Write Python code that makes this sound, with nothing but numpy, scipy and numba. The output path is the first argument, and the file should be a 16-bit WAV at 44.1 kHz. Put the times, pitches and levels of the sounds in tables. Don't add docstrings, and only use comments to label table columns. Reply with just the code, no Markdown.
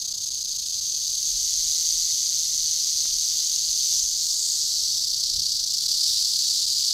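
import sys
import numpy as np
from scipy import signal
from scipy.fft import rfft, irfft
from scipy.io import wavfile
from scipy.ndimage import uniform_filter1d
from numba import njit

SR = 44100
rng = np.random.default_rng(int(sys.argv[2]) if len(sys.argv) > 2 else 0)


def magnitude_from_level(level_db):
    exponent = np.asarray(level_db, float) / 20
    return 10 ** exponent


def put_to_file(sound):
    columns = np.atleast_2d(sound).T
    safe = np.clip(columns, -1, 1)
    whole_steps = np.round(safe * 32767)
    wavfile.write(sys.argv[1], SR, whole_steps.astype(np.int16))


N = 305613


def unit(x):
    return x / np.sqrt(np.mean(x ** 2))


def curve(table):
    time_s, *columns = np.transpose(table)
    return [np.interp(np.arange(N) / SR, time_s, column) for column in columns]


def bump(centre_s, length_s):
    return np.exp(-.5 * ((np.arange(N) / SR - centre_s) / length_s) ** 2)


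def walk(rate_hz):
    hold = int(SR / rate_hz)
    steps = np.repeat(rng.standard_normal(N // hold + 1), hold)
    return 1.3 * uniform_filter1d(uniform_filter1d(steps, hold), hold)[:N]


def quiver(rate_hz):
    wobble = walk(rate_hz)
    return wobble - uniform_filter1d(wobble, int(4 * SR / rate_hz))


def ring(x, hz, width_hz, passes=2):
    for _ in range(passes):
        x = signal.lfilter(*signal.iirpeak(hz, hz / width_hz, fs=SR), x)
    return x


@njit
def moving_ring(x, hz, width_hz):
    y, band, low = np.empty(len(x)), 0., 0.
    for i in range(len(x)):
        g, damping = np.tan(np.pi * hz[i] / SR), width_hz[i] / hz[i]
        v = (band + g * (x[i] - low)) / (1 + g * (g + damping))
        band = 2 * v - band
        low += 2 * g * v
        y[i] = damping * v
    return y


def hush():
    # (frequency [Hz], level [dB per Hz])
    spectrum = [(15, -51), (25, -1.5), (86, -2.5), (243, -11), (300, -13), (425, -15.5), (468, -16.5),
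                (1270, -20.5), (1540, -23.5), (2500, -35), (3250, -36), (5500, -120)]
    hz, db = np.transpose(spectrum)
    f = np.fft.rfftfreq(N, 1 / SR) + 1
    gain = magnitude_from_level(np.interp(np.log(f), np.log(hz), db))
    noise = irfft(rfft(rng.standard_normal(N)) * gain, N)
    return magnitude_from_level(-59) * unit(noise)


def wind_band(low_hz, high_hz):
    band = signal.butter(2, [low_hz, high_hz], "band", fs=SR, output="sos")
    return unit(signal.sosfilt(band, rng.standard_normal(N)))


def wind():
    # (time [s], deep buffeting over calm [dB], higher puffs over calm [dB])
    gusts = [(.1, 5, -2), (.46, 5, 1), (1.13, 13, -2), (1.32, 13, -1), (1.43, 11, 2), (1.63, 14, 3),
             (1.78, 11, -2), (1.98, 14, -1), (2.6, 10, 3), (2.8, 7, -7), (3.15, 18, -6), (3.53, 11, -5),
             (3.72, 8, 1), (4.07, 11, -2), (4.3, 9, -2), (5.0, 4, 5), (5.37, 10, -1), (5.62, 7, 3),
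             (5.9, 6, 4), (6.15, 4, 5.5), (6.57, 9, 1), (6.75, 4, 1)]
    gust_length_s, calm_db = 0.058, -63.5
    deep, puff = wind_band(18, 41), wind_band(55, 136)
    deep_gust_db = sum(deep_db * bump(s, gust_length_s) for s, deep_db, _ in gusts)
    puff_gust_db = sum(puff_db * bump(s, gust_length_s) for s, _, puff_db in gusts)
    deep_level = magnitude_from_level(calm_db + deep_gust_db + 1.5 * walk(7))
    puff_level = magnitude_from_level(calm_db + puff_gust_db)
    buffet = magnitude_from_level(-47) * bump(5.375, .035)
    return deep_level * deep + puff_level * puff + buffet * (deep + puff)


def ticks():
    # (time [s], peak level [dB], ring [Hz])
    taps = [
        (3.053, -30, 1200),
        (3.924, -39, 1100),
        (6.444, -41, 900),
    ]
    out = np.zeros(N + 2048)
    impulse = np.eye(1, 2048, 100)[0]
    thud = ring(impulse, 440, 560)
    for s, db, hz in taps:
        crack = ring(impulse, hz, 2.14 * hz)
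        tap = crack / crack.max() + 0.22 * thud / thud.max()
        out[int(s * SR):][:len(tap)] += magnitude_from_level(db) * tap
    return out[:N]


def slack():
    # (first dip [s], last dip [s], gap [ms], dip [dB])
    slack_runs = [(.007, .197, 31.6, -5.5), (.3, .501, 33.5, -3.5), (0.542, .649, 35, -4.5),
                  (0.685, .806, 42, -1), (0.886, 1.235, 25.5, -2), (1.349, 1.46, 30, -1),
                  (3.12, 3.213, 27.3, -2), (5.06, 5.545, 32.2, -3), (5.585, 5.792, 35.2, -4),
                  (5.816, 6.045, 29.6, -2.5), (6.239, 6.366, 28, -2.5), (6.479, 6.625, 34, 0.5)]
    # (time [s], change [dB]: below 0 a deeper fall, above 0 a brief
    lulls = [(.039, -3), (.07, -7), (.132, -11), (.164, -3), (.253, -10), (.3, -7), (.434, -9), (.467, -6),
             (.577, -4.5), (.61, 2), (.69, -7), (.719, -8), (.806, -7), (.995, -5), (5.001, -7),
             (5.382, -3.5), (5.416, -3), (5.654, -3), (5.722, 4), (5.877, -8.5), (6.661, -11), (6.745, -4),
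             (6.834, -4), (6.922, -7)]
    run_dips = []
    for first_s, last_s, gap_ms, db in slack_runs:
        for s in np.arange(first_s, last_s + gap_ms / 2000, gap_ms / 1000):
            run_dips.append((s, db))
    out = 0
    for dips, length_ms in ((run_dips, 13.8), (lulls, 4.9)):
        s, db = np.transpose(dips)
        marks = np.bincount((s * SR).astype(int), db, N)[:N]
        bell = signal.windows.gaussian(2001, length_ms * .00038 * SR)
        out = out + 1.4 * signal.fftconvolve(marks, bell, "same")
    return out


def shaking():
    # (time [s], rate [strokes/s], share of knocking locked to the stroke [0-1])
    beat = [(0, 148.91, .19), (.5, 151.57, .17), (.9, 154.84, .22), (1.25, 155.58, .29), (1.6, 160.95, .53),
            (1.9, 165.11, .57), (2.2, 163.75, .48), (2.6, 157.89, .5), (3.1, 155.49, .41),
            (3.6, 157.98, .42), (4.15, 161.44, .31), (4.5, 158.02, .38), (4.9, 150.17, .29),
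            (5.35, 145.99, .13), (5.8, 149.37, .15), (6.3, 153.36, .18), (6.6, 149.59, .17),
            (6.93, 148.52, .14)]
    rate, locked = curve(beat)
    strokes = .76 + np.cumsum(rate) / SR
    phase = 2 * np.pi * strokes
    stroke_db = locked * (4.6 * np.cos(phase) + 2.2 * np.cos(2 * phase - .9))
    loose_db = locked * 2.2 * np.cos(phase + 1.0)
    swing_db = locked * 0.5 * np.cos(phase / 2 - 1.3)
    stutter_db = 2.2 * (.65 - locked) * (quiver(150) + quiver(320))
    force = magnitude_from_level(np.array([stroke_db, loose_db]) + slack() + swing_db + stutter_db)
    span = int(.12 * SR)
    force /= np.sqrt(uniform_filter1d(uniform_filter1d(force ** 2, span), span))
    count = np.floor(strokes - .11)
    thump_db = 6.0 * (count % 2) + 3.5 * rng.standard_normal(N)
    thumps = np.diff(count, prepend=0) * locked * rng.choice([-1, 1], N) * magnitude_from_level(thump_db)
    return force[0], force[1], thumps


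def body(strikes, modes):
    return sum(magnitude_from_level(db) * unit(ring(strikes(), hz, width_hz)) for hz, width_hz, db in modes)


def shell(clicks, modes):
    clicks = clicks * magnitude_from_level(1.3 * quiver(170))
    wide_modes = [(hz, 1.46 * width_hz, db) for hz, width_hz, db in modes]
    return body(lambda: clicks * rng.standard_normal(N), wide_modes)


def shell_rings(clicks, low_db, turned, middle_hz, cover):
    # (frequency [Hz], width [Hz], level [dB])
    low_shell = [(4614, 730, -0.5), (3960, 670, -11), (5300, 880, -9.5)]
    high_shell = [(7860, 900, 1), (6470, 860, -15.5), (7900, 1560, 3)]
    shell_edges = [(10240, 1300, 2), (12400, 1500, 3), (13860, 910, -7), (15300, 1200, -12),
                   (10470, 2700, -5)]
    middle_db = 3 - 8.5 * turned
    high_db = -11.5 - 3.5 * turned
    edge_db = -13.14 - 4.5 * turned
    middle_db += 3.5 * bump(4.02, .045)
    high_db += 6.5 * bump(4.47, 0.06) + 1 * bump(3.9, 0.087)
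    width_hz = 1325 * magnitude_from_level(0.85 * (low_db - low_db.mean()) + 3.1 * cover)
    middle = clicks * rng.standard_normal(N)
    for _ in range(2):
        middle = moving_ring(middle, middle_hz, width_hz)
    rings = unit(shell(clicks, low_shell))
    rings += magnitude_from_level(middle_db) * unit(middle / np.sqrt(width_hz))
    rings += magnitude_from_level(high_db) * unit(shell(clicks, high_shell))
    rings += magnitude_from_level(edge_db) * unit(shell(clicks, shell_edges))
    return signal.sosfilt(signal.butter(4, 3300, "high", fs=SR, output="sos"), rings)


def coil_shadow(sound, cover):
    # (frequency [Hz], width [Hz], share cancelled [0-1])
    coil_dips = [(2700, 2320, 0.7), (8750, 500, 0.3), (11650, 1050, 0.53)]
    close_dips = [(9250, 800, .55), (15300, 1500, .4)]
    for hz, width_hz, share in coil_dips:
        sound = sound - share * cover * ring(sound, hz, width_hz, passes=1)
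    touching = bump(5.05, 0.46)
    for hz, width_hz, share in close_dips:
        sound = sound - share * touching * ring(sound, hz, width_hz, passes=1)
    return sound


def rattle():
    # (time [s], low shell level [dB], share turned away [0-1], middle shell [Hz])
    tail = [(0, -32.5, .2, 6360), (.6, -31, 0.3, 6350), (1.2, -29.5, 0.07, 6280), (1.75, -27, 0.03, 6220),
            (2.4, -28, 0.07, 6260), (3.3, -27, 0.18, 6170), (3.65, -27.5, 0.24, 6320),
            (3.93, -26, .1, 6100), (4.07, -29, 0.16, 6370), (4.3, -25, 0.37, 6200), (4.44, -26, 0.4, 6700),
            (4.7, -24.5, .55, 6000), (5.1, -25, 0.65, 5800), (5.35, -24, 1, 5900), (5.67, -25.5, 0.8, 6000),
            (6.05, -21.5, 1, 5800), (6.7, -23, 1, 6400), (6.93, -22.5, 1, 6000)]
    # (time [s], share hidden [0-1])
    hiding = [(0, 0.38), (1, 0.21), (3.9, 0.18), (4.15, 0.43), (4.35, 1), (4.45, 0.84), (5.8, 0.85),
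              (6.2, 0.77), (6.93, 0.7)]
    # (frequency [Hz], width [Hz], level against the low shell [dB])
    loose_tip = [(3488, 750, -16), (3030, 440, -27)]
    dull_knock = [(2520, 590, -33.5)]
    coil_boom = [(1300, 300, -49.5), (1673, 340, -46.5)]
    chain_thump = [(2030, 420, -38), (1350, 600, -47)]
    low_db, turned, middle_hz = curve(tail)
    cover = curve(hiding)[0]
    beating, loose, thumps = shaking()
    struck = rng.random(N) < 11000 / SR
    sizes = struck * magnitude_from_level(4.3 * rng.random(N))

    def loose_strikes():
        return loose * sizes * rng.standard_normal(N)

    sound = shell_rings(beating * sizes, low_db, turned, middle_hz, cover)
    sound += body(loose_strikes, loose_tip)
    sound += body(lambda: thumps, chain_thump)
    sound += magnitude_from_level(-5.0 * cover) * body(loose_strikes, dull_knock)
    sound += magnitude_from_level(0.83 * cover) * body(loose_strikes, coil_boom)
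    return magnitude_from_level(low_db) * coil_shadow(sound, cover)


def scene():
    return (hush() + wind() + ticks() + rattle())[None]


def roll_off(x):
    return signal.sosfilt(signal.butter(12, 15740, fs=SR, output="sos"), x)


def record(dry):
    ceiling = .6
    rounded = ceiling * np.tanh(dry / ceiling)
    top_cut = signal.ellip(10, .3, 60, 15800, fs=SR, output="sos")
    return roll_off(signal.sosfilt(top_cut, rounded))


dry = scene()
out = record(dry)
put_to_file(out)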